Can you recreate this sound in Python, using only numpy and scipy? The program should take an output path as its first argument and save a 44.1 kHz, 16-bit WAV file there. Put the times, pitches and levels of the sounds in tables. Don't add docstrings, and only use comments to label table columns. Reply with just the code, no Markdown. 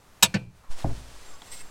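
import sys
import numpy as np
from scipy import signal
from scipy.fft import rfft, irfft
from scipy.io import wavfile

SR = 44100
rng = np.random.default_rng(int(sys.argv[2]) if len(sys.argv) > 2 else 0)


def materialize(psi):
    bounded = np.clip(np.atleast_2d(psi).T, -1, 1)
    quanta = np.round(bounded * 32767).astype(np.int16)
    wavfile.write(sys.argv[1], SR, quanta)


N = 74970
TIME = np.arange(N) / SR
FREQS = np.maximum(np.fft.rfftfreq(N, 1 / SR), 1)
PIVOT_HZ = 3000

# frequency in Hz, level in dB, t60 in seconds.
TUBE_MODES = [(1530, -51, .22), (2342, -44, .32), (2449, -41, .28), (2520, -46, .27), (2610, -50, .28),
              (2692, -50, .33), (2790, -50, .26), (3515, -47, .14), (4185, -50, .33), (4942, -56, .2),
              (6094, -45, .13), (8436, -37, .15)]
# frequency in Hz, level in dB, t60 in seconds.
CHASSIS_MODES = [(112.9, -24.5, 0.2), (153, -29, 0.19), (180.4, -30.5, .38), (193.3, -11, .1),
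                 (334.3, -40, 0.095), (507.6, -32, 0.15), (650, -36, 0.13)]
CHASSIS_RISE_S = 0.0077
# frequency in Hz, level per octave in dB, t60 in seconds.
TAIL_BANDS = [(49.7, -67.5, 0.89), (121, -32.5, 0.35), (220, -46, .4), (600, -50, 0.37), (1500, -46.5, .24),
              (2920, -40.5, 0.2), (7000, -56.5, 0.54), (14000, -61, 0.12)]
TAIL_RISE_S = 0.008
CLOTH_GRAINS_PER_S, CLOTH_GRAIN_SHARE = 3700, 0.12


def from_db(db):
    return 10 ** (np.asarray(db) / 20)


def rms_one(x):
    return x / np.sqrt(np.mean(x ** 2) + 1e-20)


def curve(rows):
    return from_db(np.interp(TIME, *np.transpose(rows)))


def at_hz(rows, hz, axis=1):
    rows = np.array(rows)
    return np.interp(np.log(hz), np.log(rows[:, 0]), rows[:, axis])


def tilt_gain(tilt_db, hz):
    return from_db(tilt_db * np.log2(hz / PIVOT_HZ))


def colour(white, spectrum):
    octave_to_hz = np.sqrt(SR / 2 / np.log(2) / np.maximum(FREQS, 20))
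    gain = from_db(at_hz(spectrum, FREQS)) * octave_to_hz
    return irfft(rfft(white) * gain, N)


def grainy(per_s, share, size_db=3.5):
    hits = rng.random(N) < per_s / SR
    signs = rng.choice([-1, 1], N)
    sizes = from_db(size_db * np.minimum(rng.exponential(1, N), 4))
    slips = rms_one(hits * signs * sizes)
    return np.sqrt(share) * slips + np.sqrt(1 - share) * rng.standard_normal(N)


def resonate(x, hz, width_hz):
    b, a = signal.iirpeak(hz, hz / width_hz, fs=SR)
    once = signal.lfilter(b, a, x)
    return rms_one(signal.lfilter(b, a, once))


def dying(start_s, t60_s, rise_s):
    age_s = np.maximum(TIME - start_s, 0)
    return (1 - np.exp(-age_s / rise_s)) * np.exp(-np.log(1000) * age_s / t60_s)


def damped(start_s, damp_s):
    return np.exp(-np.maximum(TIME - start_s, 0) / damp_s)


def clatter(start_s, table, tilt_db=0, rise_s=0.00053):
    noise = rfft(colour(rng.standard_normal(N), table))
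    out = 0
    edges_hz = 22 * 2 ** np.arange(0, 10.1, .5)
    for low, high in zip(edges_hz, edges_hz[1:]):
        hz = np.sqrt(low * high)
        band = irfft(noise * ((FREQS >= low) & (FREQS < high)), N)
        envelope = dying(start_s, at_hz(table, hz, axis=2), rise_s)
        out = out + band * tilt_gain(tilt_db, hz) * envelope
    return out


def ring(start_s, modes, tilt_db=0, rise_s=0.0006):
    out = 0
    for hz, db, t60_s in modes:
        tone = np.sin(2 * np.pi * hz * (TIME - start_s))
        out = out + from_db(db) * tilt_gain(tilt_db, hz) * dying(start_s, t60_s, rise_s) * tone
    return out


def background_air():
    # frequency in Hz, level per octave in dB.
    air_spectrum = [(25, -65), (100, -66), (400, -68), (1200, -63.5), (3000, -68.5), (8000, -67),
                    (12000, -70.5), (15500, -73.5)]
    # time in seconds, gain in dB.
    air_level = [(0, -1), (.21, 2), (.3, 4), (.48, -10), (.58, -1), (.68, -4), (1.7, 5.5)]
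    return curve(air_level) * colour(rng.standard_normal(N), air_spectrum)


def snap():
    # start in seconds, clatter gain in dB, clatter tilt in dB per octave,
    # ring gain in dB.
    contacts = [(0.2253, 3.5, 0.5, -4), (0.23, 0, 5.5, 3)]
    # frequency in Hz, level per octave in dB, t60 in seconds.
    snap_bands = [(100, -66.5, 0.16), (356, -37.5, 0.35), (900, -23, 0.083), (1450, -20.5, 0.085),
                  (1920, -29.5, .11), (2500, -18, .11), (5450, -20.5, 0.066), (8100, -15, 0.072),
                  (8500, -30, 0.088), (13500, -22, 0.044), (15500, -33, .05)]
    # frequency in Hz, level in dB, t60 in seconds.
    pliers_modes = [(943, -19, 0.095), (1748, -27.5, 0.092), (2520, -26, .1), (2590, -30, 0.045),
                    (2781, -28.5, 0.15), (3560, -19, 0.09), (3825, -15, .065), (3960, -23.5, 0.035),
                    (4470, -33, .14), (5270, -19, 0.066), (6040, -30.5, .11), (8200, -28, 0.047),
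                    (7814, -15.5, .07), (11470, -32.5, .06)]
    hold_s, damp_s = 0.038, 0.012
    boom_db, boom_tilt_db = 4.5, 2.5
    toggle_s, bite_s = contacts[0][0], contacts[1][0]

    crack = 0
    for start_s, db, tilt_db, ring_db in contacts:
        crack = crack + from_db(db) * clatter(start_s, snap_bands, tilt_db)
        crack = crack + from_db(ring_db) * ring(start_s, pliers_modes)
    crack = crack * damped(toggle_s + hold_s, damp_s)
    tube = ring(bite_s, TUBE_MODES)
    boom = from_db(boom_db) * ring(bite_s, CHASSIS_MODES, boom_tilt_db, rise_s=CHASSIS_RISE_S)
    return crack + tube + boom + clatter(toggle_s, TAIL_BANDS, rise_s=TAIL_RISE_S)


def knock():
    # frequency in Hz, level per octave in dB, t60 in seconds.
    knock_bands = [(100, -43.5, 0.27), (306, -34, 0.29), (600, -37.5, 0.38), (1230, -36, 0.13),
                   (1750, -32.5, 0.14), (2050, -31.5, .12), (2610, -22.5, 0.16), (3570, -38.5, 0.13),
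                   (4200, -25.5, 0.085), (7640, -32, 0.059), (10000, -49.5, 0.086), (15000, -53, 0.093)]
    # frequency in Hz, level in dB, t60 in seconds.
    jaw_modes = [(1520, -30.5, 0.14), (1770, -22.5, 0.072), (1960, -35.5, 0.15), (2275, -31, 0.067),
                 (2934, -39.5, 0.11), (4505, -35, 0.14)]
    start_s, hold_s, damp_s = 0.3405, 0.033, 0.0055
    jaw_db, tube_db, tube_tilt_db = -1.5, -3.5, -8.5
    boom_db, boom_lag_s = 1, 0.00385
    tail_db, tail_tilt_db = -5.5, -3

    crack = clatter(start_s, knock_bands, rise_s=0.0018) + from_db(jaw_db) * ring(start_s, jaw_modes)
    crack = crack * damped(start_s + hold_s, damp_s)
    tube = from_db(tube_db) * ring(start_s, TUBE_MODES, tube_tilt_db)
    boom = from_db(boom_db) * ring(start_s + boom_lag_s, CHASSIS_MODES, rise_s=CHASSIS_RISE_S)
    tail = from_db(tail_db) * clatter(start_s, TAIL_BANDS, tail_tilt_db, rise_s=TAIL_RISE_S)
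    return crack + tube + boom + tail


def scuff():
    # time in seconds, gain in dB.
    scuff_level = [(.55, -49.5), (.62, -23), (.64, 2.5), (.69, -1.5), (.73, -41.5)]
    # frequency in Hz, level per octave in dB.
    scuff_spectrum = [(300, -84), (950, -57.5), (1800, -68.5), (5000, -83.5)]
    return curve(scuff_level) * colour(grainy(CLOTH_GRAINS_PER_S, CLOTH_GRAIN_SHARE), scuff_spectrum)


def sleeves():
    # time in seconds, gain in dB.
    rustle_level = [(0, -40), (.6, -29), (.685, -22), (.715, 1), (.76, -5.5), (.79, 3.5), (.825, 1),
                    (.85, -5), (.93, -4), (.98, -2.5), (1.03, -6), (1.15, -5), (1.28, -4.5), (1.33, -5.5),
                    (1.38, -11), (1.46, -5), (1.6, -8), (1.7, -13.5)]
    # frequency in Hz, level per octave in dB.
    rustle_spectrum = [(40, -71.5), (150, -67), (400, -58), (900, -54), (2000, -55), (5500, -52),
                       (9000, -53.5), (12000, -61.5), (15500, -66)]
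    return curve(rustle_level) * colour(grainy(CLOTH_GRAINS_PER_S, CLOTH_GRAIN_SHARE), rustle_spectrum)


def draught():
    # frequency in Hz, level in dB (per octave from 20 Hz up).
    draught_spectrum = [(1, -34), (4, -31.5), (9, -41.5), (20, -63), (50, -71), (200, -110)]
    # time in seconds, gain in dB.
    draught_level = [(0, -27), (.68, -20), (.705, 9), (.9, 3.5), (1.2, -2.5), (1.45, -12), (1.7, 2)]
    return curve(draught_level) * colour(rng.standard_normal(N), draught_spectrum)


def ticks():
    # start in seconds, gain in dB.
    tick_starts = [(0.8237, -1), (1.4189, 3.5)]
    # frequency in Hz, level per octave in dB, t60 in seconds.
    tick_bands = [(100, -63, 0.035), (800, -52, 0.061), (2800, -51, 0.024), (3470, -32.5, 0.013),
                  (4350, -40.5, 0.0091), (5600, -46, .015), (14000, -60, .01)]
    return sum(from_db(db) * clatter(start_s, tick_bands) for start_s, db in tick_starts)


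def thuds():
    # start in seconds, impact gain in dB, rise in seconds, impact tilt in dB per octave,
    # ring gain in dB.
    landings = [(0.8440, 0.5, 0.00057, -0.5, 1.5), (0.890, 2.5, 0.0066, 3.5, -9)]
    # frequency in Hz, level per octave in dB, t60 in seconds.
    puff_bands = [(35, -57, 0.74), (99, -37.5, 0.63), (283, -35, 0.27), (467, -37, 0.22), (740, -28, 0.078),
                  (1200, -39.5, 0.082), (2200, -52, 0.18), (5000, -85, .05)]
    # frequency in Hz, level in dB, t60 in seconds.
    ground_modes = [(52.9, -28.5, 0.93), (110.6, -28, 0.36), (137.5, -26, .19), (257.2, -47.5, 0.83),
                    (287, -29, 0.126), (693, -21.5, 0.034), (838, -24.5, 0.031)]
    ring_extra_rise_s = 0.00053
    out = 0
    for start_s, db, rise_s, tilt_db, ring_db in landings:
        out = out + from_db(db) * clatter(start_s, puff_bands, tilt_db, rise_s=rise_s)
        out = out + from_db(ring_db) * ring(start_s, ground_modes, rise_s=ring_extra_rise_s + rise_s)
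    return out


def sliding_pipe():
    # time in seconds, gain in dB.
    scrape_level = [(1.25, -50), (1.34, -30), (1.39, -37), (1.47, -9.5), (1.503, -15.5), (1.523, 5),
                    (1.56, -2), (1.618, -2), (1.635, -22), (1.7, -29)]
    # frequency in Hz, level per octave in dB.
    scrape_spectrum = [(300, -74), (1500, -64), (3500, -53), (5500, -49), (6900, -54), (8200, -41.5),
                       (10000, -55.5), (15500, -57)]
    # frequency in Hz, width per filter pass in Hz, level in dB.
    pipe_resonances = [(1940, 30, -58), (2150, 44, -59.5), (2646, 44, -60), (8300, 80, -58.5),
                       (8160, 40, -56)]
    # time in seconds, squeak level in dB.
    squeak_level = [(1.2, -130), (1.26, -61), (1.3, -49.5), (1.345, -65), (1.39, -70), (1.49, -60),
                    (1.53, -50), (1.62, -57), (1.7, -66)]
    slips = grainy(per_s=4200, share=0.71)
    body = colour(slips, scrape_spectrum)
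    for hz, width_hz, db in pipe_resonances:
        body = body + from_db(db) * resonate(slips, hz, width_hz)
    squeak = curve(squeak_level) * resonate(slips, hz=7540, width_hz=99)
    return curve(scrape_level) * body + squeak


def clink():
    # frequency in Hz, level in dB, t60 in seconds.
    clink_modes = [(1120, -47.5, 0.19), (1480, -50, 0.15), (5080, -52, 0.12), (6230, -51, 0.091)]
    return ring(1.333, clink_modes, rise_s=.003)


def scene():
    blows = snap() + knock() + thuds()
    handling = scuff() + sleeves() + draught() + ticks()
    mid = background_air() + blows + handling + sliding_pipe() + clink()
    side = from_db(-38) * np.diff(mid, prepend=0)
    return np.array([mid + side, mid - side])


def record(dry):
    peak, cutoff_hz = 1.3, 16000
    rounded = peak * np.tanh(dry / peak)
    low_pass = signal.ellip(10, .1, 80, cutoff_hz, fs=SR, output="sos")
    return signal.sosfilt(low_pass, rounded)


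dry = scene()
out = record(dry)
materialize(out)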